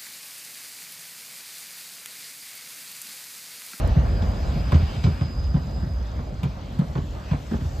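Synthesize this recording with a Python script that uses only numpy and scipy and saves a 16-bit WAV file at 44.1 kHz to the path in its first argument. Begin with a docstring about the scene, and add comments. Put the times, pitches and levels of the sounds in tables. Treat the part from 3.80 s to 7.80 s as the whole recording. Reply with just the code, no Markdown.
"""Tram leaving along a snowy street

Two close microphone ports hear a tram roll away: noise bands for steel on steel, low decaying cycles,
noise bursts and ringing wheel modes for the rail joints, and wavering sines for the whine of the motor drive.
The rails sing as narrow noise, a small compressor ticks in steady puffs, and a few bright snaps stand out.
The street answers the blows with a short noisy echo."""
import sys
import numpy as np
from scipy import signal
from scipy.fft import rfft, irfft, next_fast_len
from scipy.io import wavfile
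from scipy.ndimage import uniform_filter1d, map_coordinates

SR = 44100
rng = np.random.default_rng(int(sys.argv[2]) if len(sys.argv) > 2 else 0)


def master_out(mix):
    """Clip the mix to full scale and print it as 16-bit PCM to the path in sys.argv[1]."""
    frames = np.transpose(np.atleast_2d(mix))
    ceiling = np.clip(frames, -1, 1)
    pcm = np.round(ceiling * 32767).astype(np.int16)
    wavfile.write(sys.argv[1], SR, pcm)


N = 176400

# Rolling noise as the tram leaves. Each row: time in seconds, then rumble, roar, hiss and treble levels in dB.
ROLLING_LEVELS = [(0.0, -16, -28, -44.5, -53), (0.38, -22, -30.5, -46.5, -54.5),
                  (0.8, -23, -31, -44.5, -53), (1.09, -32.5, -37.5, -44, -52.5),
                  (1.32, -30, -37.5, -48.5, -54), (1.48, -38.5, -33, -46.5, -58),
                  (1.64, -22.5, -36, -52, -57.5), (1.77, -29, -34, -50, -57.5),
                  (1.98, -28.5, -36.5, -52.5, -58), (2.18, -30, -37.5, -51, -59),
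                  (2.62, -32, -37, -51.5, -60), (2.9, -36, -39.5, -48.5, -58.5),
                  (3.11, -32, -39.5, -51, -56.5), (3.22, -29.5, -38, -52.5, -58),
                  (3.52, -35, -38.5, -46, -55), (3.66, -34.5, -40, -49, -53.5),
                  (4.0, -30.5, -36.5, -51, -52)]
# Colours of the four rolling bands. Each row: frequency in Hz, relative density in dB per Hz.
RUMBLE_COLOUR = [(22, -49), (38, -1.5), (54, 6.5), (68, 5), (110, -4.5), (140, -25), (240, -120)]
ROAR_COLOUR = [(62, -48.5), (105, -4), (259, -13.5), (342, -21), (461, -23), (570, -20.5), (681, -23),
               (1000, -32.5), (1350, -36), (1950, -41.5), (3300, -120)]
HISS_COLOUR = [(820, 3), (1400, -1.5), (1960, -3.5), (2250, -4), (2820, -4.5), (4700, -8), (6110, -23.5),
               (10300, -120)]
TREBLE_COLOUR = [(4500, -3.5), (5330, -3.5), (5580, -7.5), (6230, -5.5), (7490, -7), (8610, -13),
                 (9050, -19.5), (9760, -68), (10400, -55.5), (10700, -26), (11400, -12.5), (14800, -19.5)]

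# Front motor whine. Each row: time in seconds, level in dB, pitch shift in Hz.
FRONT_MOTOR = [(.15, -76, -16.5), (.27, -53.5, -20), (.6, -60, -7), (1.3, -51.5, -5), (1.36, -57.5, 2),
               (1.45, -50.5, -2), (1.7, -51.5, 2), (1.82, -59.5, 0.5), (1.95, -53, -3), (2.25, -57.5, 1),
               (2.33, -61.5, -7), (2.6, -66, -2), (2.8, -88, 4)]
# Rear motor, still closing in. Each row: time in seconds, level in dB.
REAR_MOTOR_LEVEL = [(.15, -81), (.3, -60), (.85, -56.5), (1.2, -59), (1.45, -61), (1.8, -98)]
# Switching tones of both motors. Each row: frequency in Hz before the shift, dB relative to the motor level.
SWITCHING_TONES = [(4856, -4), (4933, -6), (5010, -3), (5082, -16), (7343, -20), (7424, -22)]
REAR_SHIFT_HZ = 30
FRONT_WAVER_HZ, REAR_WAVER_HZ = 3.5, 14  # random pitch waver, standard deviation of its knots
# Rails singing as the tram passes. Each row: time in seconds, level in dB.
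RAIL_LEVEL = [(.5, -62), (.8, -52), (1.4, -55), (1.6, -73.5)]
# Colour of the singing rail. Each row: frequency in Hz, relative density in dB per Hz.
RAIL_COLOUR = [(1200, -120), (1900, -27.5), (2200, 3.5), (2420, 1), (2620, -1), (3600, -13), (5000, -120)]

TICK_FIRST_S, TICK_EVERY_S = 0.02, 0.045
TICK_DB, TICK_ATTACK_DECAY_S = -62, (0.003, 0.005)
# Colour of a compressor tick. Each row: frequency in Hz, relative density in dB per Hz.
TICK_COLOUR = [(4200, -120), (5200, -15), (6200, 0), (7400, -15), (8800, -120)]

# Bright snaps, most on hard blows. Each row: start in seconds, level in dB, decay in seconds.
SNAP_EVENTS = [(0.076, -41.5, 0.001), (.920, -47, 0.0046), (2.632, -48.5, 0.0087), (2.988, -51.5, 0.0052)]
# Colour of a snap. Each row: frequency in Hz, relative density in dB per Hz.
SNAP_COLOUR = [(4000, -120), (6000, -4), (8000, 2.5), (10000, -14), (14000, -1)]

# Wheels at rail joints. 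Each row: time in seconds, thump peak in dB, thump pitch in Hz,
# then deep boom, body, knock and clank levels in dB.
JOINT_BLOWS = [(0.165, -8, 150, -13.5, -28, -37, -55), (0.422, -22, 185, -19.5, -37.5, -41, -44.5),
               (0.921, -14, 134, -10.5, -26, -29, -37.5), (0.945, -11.5, 151.5, -9, -26.5, -42.5, -39.5),
               (1.018, -19, 126, -16.5, -46, -58, -45.5), (1.162, -21, 127, -21.5, -43.5, -57.5, -49.5),
               (1.241, -11, 136.6, -14, -22.5, -34.5, -35), (1.266, -7.5, 140.2, -18, -39, -39, -49.5),
               (1.276, -12, 126, -28, -38.5, -45, -63), (1.411, -14, 145, -18, -32, -38.5, -46.5),
               (1.744, -9, 151, -26, -34.5, -40, -53), (1.764, -37, 164, -36, -31, -39.5, -58),
               (2.028, -22, 173.7, -30, -37, -44, -60), (2.067, -20.5, 128, -36, -52, -50, -61),
               (2.393, -24, 152, -34, -42, -42.5, -57), (2.633, -16, 172, -21.5, -36.5, -38, -41),
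               (2.651, -16, 136, -26, -41, -48, -60), (2.991, -9, 162.7, -41, -32.5, -41.5, -47.5),
               (3.012, -32.5, 172, -34, -31.5, -43, -55), (3.155, -16, 142, -37, -30.5, -35.5, -47),
               (3.178, -20.5, 143, -31, -30, -46, -51), (3.514, -12.5, 153.7, -19, -44, -39, -47),
               (3.532, -25, 131, -18.5, -33.5, -39, -54), (3.714, -27, 184, -30, -27.5, -39.5, -56),
               (3.736, -20.5, 161.7, -22.5, -28.5, -38.5, -51), (3.766, -35, 133, -28.5, -44.5, -62, -59),
               (3.812, -21, 130, -26, -32, -48, -56), (3.848, -25.5, 132, -18, -40, -48.5, -60)]
BOOM_HZ = 79.7
THUMP_SWELL_S, BOOM_SWELL_S = 0.0027, 0.005  # the swell peaks after four of these
THUMP_EARLY_S = 0.0031
# Attack and decay in seconds of the noisy parts of a blow.
BODY_S, KNOCK_S, CLANK_S = (0.0066, 0.013), (0.0045, 0.014), (0.00044, 0.014)
# Colours of the noisy parts. Each row: frequency in Hz, relative density in dB per Hz.
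BODY_COLOUR = [(100, -120), (170, 2), (230, 10.5), (350, 0.5), (480, -4), (700, -48), (1500, -120)]
KNOCK_COLOUR = [(280, -120), (500, 7), (900, 4), (1500, -3), (2200, -10.5), (4000, -120)]
CLANK_COLOUR = [(500, -120), (1000, -23), (2000, 4.5), (3500, 5.5), (5500, -7), (8000, -12), (10000, -120)]
# Ringing modes of a wheel. Each row: frequency in Hz, relative level in dB, 60 dB decay time in seconds.
WHEEL_MODES = [(1036, 1, 0.04), (1523, -2, 0.02), (2310, -6, 0.1), (3217, -11, 0.11), (3570, -3.5, .06),
               (4500, -6.5, 0.027)]
WHEEL_DB, WHEEL_SPLIT_HZ = 0.5, 2000  # over the blow; low modes follow the knock, high ones the clank

STREET_DB, STREET_T60_S = -9, 0.26

# Likeness of the two ports. Each row: frequency in Hz, left-right likeness from 0 to 1.
PORT_LIKENESS = [(60, .99), (200, 0.96), (350, 0.79), (700, 0.44), (2000, 0.83), (5000, 0.52), (10000, 1),
                 (14000, .85)]
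# Lead of the left port. Each row: frequency in Hz, phase lead in radians.
LEFT_LEAD = [(0, 0), (1460, -2.0), (1810, -0.1), (2840, 0.5), (5000, 0.1), (5770, -1.5), (6370, 0.0),
             (7240, -0.1), (8100, -0.7), (9040, -3.0), (10900, -3.3), (11800, -6.3), (13700, -6.2),
             (14600, -8.6)]
# Lean to the left port. Each row: frequency in Hz, left over right in dB.
LEFT_LEAN = [(60, -0.5), (200, 0), (370, 0), (690, -1.5), (1260, -2.5), (2320, 2.0), (4260, 3), (14400, -1)]
TOP_HZ = 15000


def amp(db):
    """Amplitude for a level in dB."""
    return 10 ** (np.asarray(db) / 20)


def unit(x):
    """x scaled to an rms of 1."""
    return x / np.sqrt(np.mean(x ** 2) + 1e-20)


def along(points, hz):
    """Values between (Hz, value) points on a log frequency axis."""
    f, v = np.transpose(points)
    return np.interp(np.log(hz + 1), np.log(f + 1), v)


def curves(rows):
    """One value per sample for each column after the time."""
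    s, *cols = np.transpose(rows)
    return [np.interp(np.arange(N) / SR, s, c) for c in cols]


def wobble(rate):
    """A smooth random curve, rate knots a second."""
    knots = rng.standard_normal(int(N * rate / SR) + 4)
    return map_coordinates(knots, [np.arange(N) * rate / SR])


def filtered(x, response):
    """x times a complex response of frequency."""
    m = next_fast_len(N + SR // 2)
    return irfft(rfft(x, m) * response(np.fft.rfftfreq(m, 1 / SR)), m)[..., :N]


def rush(spectrum, patchy_db):
    """Two unrelated coloured noises, rms 1 together, with shared patches of random gain."""
    z = signal.stft(rng.standard_normal((2, N)), nperseg=512)[2]
    field = rng.standard_normal(z.shape[1:])
    field = uniform_filter1d(uniform_filter1d(field, 6, 0), 12, 1)  # smooth over frequency, then time
    pair = signal.istft(z * amp(patchy_db * unit(field)), nperseg=512)[1][:, :N]
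    return unit(filtered(pair, lambda hz: amp(along(spectrum, hz))))


def bursts(times, levels_db, attack_s, decay_s):
    """An envelope that rises at each time and dies away."""
    spikes = np.bincount(np.round(np.asarray(times) * SR).astype(int), amp(levels_db), N)[:N]
    t = np.arange(SR // 4) / SR
    shape = (1 - np.exp(-(t / attack_s) ** 2)) * np.exp(-t / decay_s)
    return signal.fftconvolve(spikes, shape / shape.max())[:N]


def rolling():
    """Steel on steel and the street behind it: four noise bands, roar and hiss sharing a slow flicker."""
    rumble_db, roar_db, hiss_db, treble_db = curves(ROLLING_LEVELS)
    shared_db = 0.6 * wobble(6)
    rumble = amp(rumble_db + 0.25 * wobble(6.5)) * rush(RUMBLE_COLOUR, patchy_db=0.77)
    roar = amp(roar_db + shared_db + 1.1 * wobble(29.97)) * rush(ROAR_COLOUR, patchy_db=1.5)
    hiss = amp(hiss_db + 1.4 * shared_db) * rush(HISS_COLOUR, patchy_db=2.5)
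    treble = amp(treble_db) * rush(TREBLE_COLOUR, patchy_db=2.5)
    return rumble + roar + hiss + treble


def motor(level_db, shift_hz, waver_hz):
    """Switching tones of one motor: sines that each waver on their own in level and pitch."""
    total = 0
    for tone_hz, tone_db in SWITCHING_TONES:
        gain = amp(level_db + tone_db + 2.04 * wobble(7.69) + 3.2 * wobble(39.9))
        hz = tone_hz + shift_hz + waver_hz * wobble(25)
        phase = 2 * np.pi * np.cumsum(hz) / SR
        total = total + gain * np.sin(phase + rng.uniform(0, 2 * np.pi, (2, 1)))
    return total


def singing_rail():
    """The rails ring as a narrow band of noise."""
    return amp(*curves(RAIL_LEVEL)) * rush(RAIL_COLOUR, patchy_db=-1.0)


def whine():
    """The two motors of the drive and the singing rail."""
    front = motor(*curves(FRONT_MOTOR), FRONT_WAVER_HZ)
    rear = motor(*curves(REAR_MOTOR_LEVEL), REAR_SHIFT_HZ, REAR_WAVER_HZ)
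    return front + rear + singing_rail()


def ticking():
    """The compressor gives a short metallic puff once a turn, a little uneven in time and level."""
    s = np.arange(TICK_FIRST_S, N / SR - 0.01, TICK_EVERY_S)
    chance = rng.standard_normal((len(s), 2))
    times = np.abs(s + 0.0022 * chance[:, 0])
    puffs = bursts(times, TICK_DB + 1.7 * chance[:, 1], *TICK_ATTACK_DECAY_S)
    return puffs * rush(TICK_COLOUR, patchy_db=1.0)


def snaps():
    """Brief treble clicks: noise under fast envelopes."""
    envelope = sum(bursts([s], [db], 0.0004, decay) for s, db, decay in SNAP_EVENTS)
    return envelope * rush(SNAP_COLOUR, patchy_db=0.5)


def swell(t, hz, rise_s):
    """A few low cycles that swell and die, their envelope peaking at 1."""
    return (t / rise_s / 4) ** 4 * np.exp(4 - t / rise_s) * np.cos(2 * np.pi * hz * t)


def wheel_ring(t, knock_db, clank_db):
    """The modes of a struck wheel, each varying a little in level and pitch from blow to blow."""
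    mode_hz, mode_db, t60 = np.transpose(WHEEL_MODES)[..., None]
    chance = rng.standard_normal((2, len(WHEEL_MODES), 1))
    blow_db = np.where(mode_hz < WHEEL_SPLIT_HZ, knock_db, clank_db)
    level_db = blow_db + WHEEL_DB + mode_db + 1.9 * chance[0]
    hz = mode_hz * (1 + 0.015 * chance[1])
    ring = amp(level_db - 60 * t / t60) * np.sin(2 * np.pi * hz * t)
    return ring.sum(0) * (1 - np.exp(-t / 0.00039))


def joints():
    """Each wheel drop swells into low cycles and rings the wheel, with noisy knocks dying band by band."""
    s, thump_db, thump_hz, boom_db, body_db, knock_db, clank_db = np.transpose(JOINT_BLOWS)
    t, tonal = np.arange(SR // 5) / SR, np.zeros(N + SR)
    blows = zip(s - THUMP_EARLY_S, thump_db, thump_hz, boom_db, knock_db, clank_db)
    for at, thump, hz, boom, knock, clank in blows:
        low = amp(thump) * swell(t, hz, THUMP_SWELL_S) + amp(boom) * swell(t, BOOM_HZ, BOOM_SWELL_S)
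        tonal[round(at * SR):][:len(t)] += low
        tonal[round((at + 0.001) * SR):][:len(t)] += wheel_ring(t, knock, clank)
    noisy = 0
    for db, shape, colour in [(body_db, BODY_S, BODY_COLOUR), (knock_db, KNOCK_S, KNOCK_COLOUR),
                              (clank_db, CLANK_S, CLANK_COLOUR)]:
        noisy = noisy + bursts(s - 0.002, db, *shape) * rush(colour, patchy_db=2)
    return tonal[:N] * [[1], [0]] + noisy  # the tonal part goes only to what the ports share


def street(x):
    """Walls, shelter and viaduct answer the blows: a decaying noise tail after a short delay."""
    t = np.arange(SR // 2) / SR
    tail = amp(-60 * t / STREET_T60_S) * rng.standard_normal((2, len(t)))
    delayed = np.pad(x, ((0, 0), (600, 0)))  # 600 samples
    return signal.fftconvolve(delayed, tail / np.linalg.norm(tail[0]), axes=1)[:, :N]


def ports(pair):
    """Two close microphone ports: a shared part with a lead and a lean, and a part that differs."""
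    def gains(hz):
        turn = np.arccos(np.clip(along(PORT_LIKENESS, hz), 0, 1)) / 2
        side = np.array([[1], [-1]])  # left, right
        lead = np.interp(hz, *np.transpose(LEFT_LEAD))
        port = amp(side * along(LEFT_LEAN, hz) / 2) * np.exp(0.5j * side * lead)
        shared, own = port * np.cos(turn), side * port * np.sin(turn)
        middle = np.sqrt(abs(shared.mean(0)) ** 2 + abs(own.mean(0)) ** 2)
        return np.array([shared, own]) / middle  # keeps the mono level
    return filtered(pair[:, None], gains).sum(0)  # first of the pair is shared, second differs


def scene():
    """The tram, its compressor and the street's answer, as heard at the two ports."""
    blows = joints()
    echo = amp(STREET_DB) * street(blows)
    return ports(rolling() + whine() + ticking() + snaps() + blows + echo)


def record(dry):
    """The recorder keeps nothing at or above its band limit."""
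    return filtered(dry, lambda hz: hz < TOP_HZ)


dry = scene()
out = record(dry)
master_out(out)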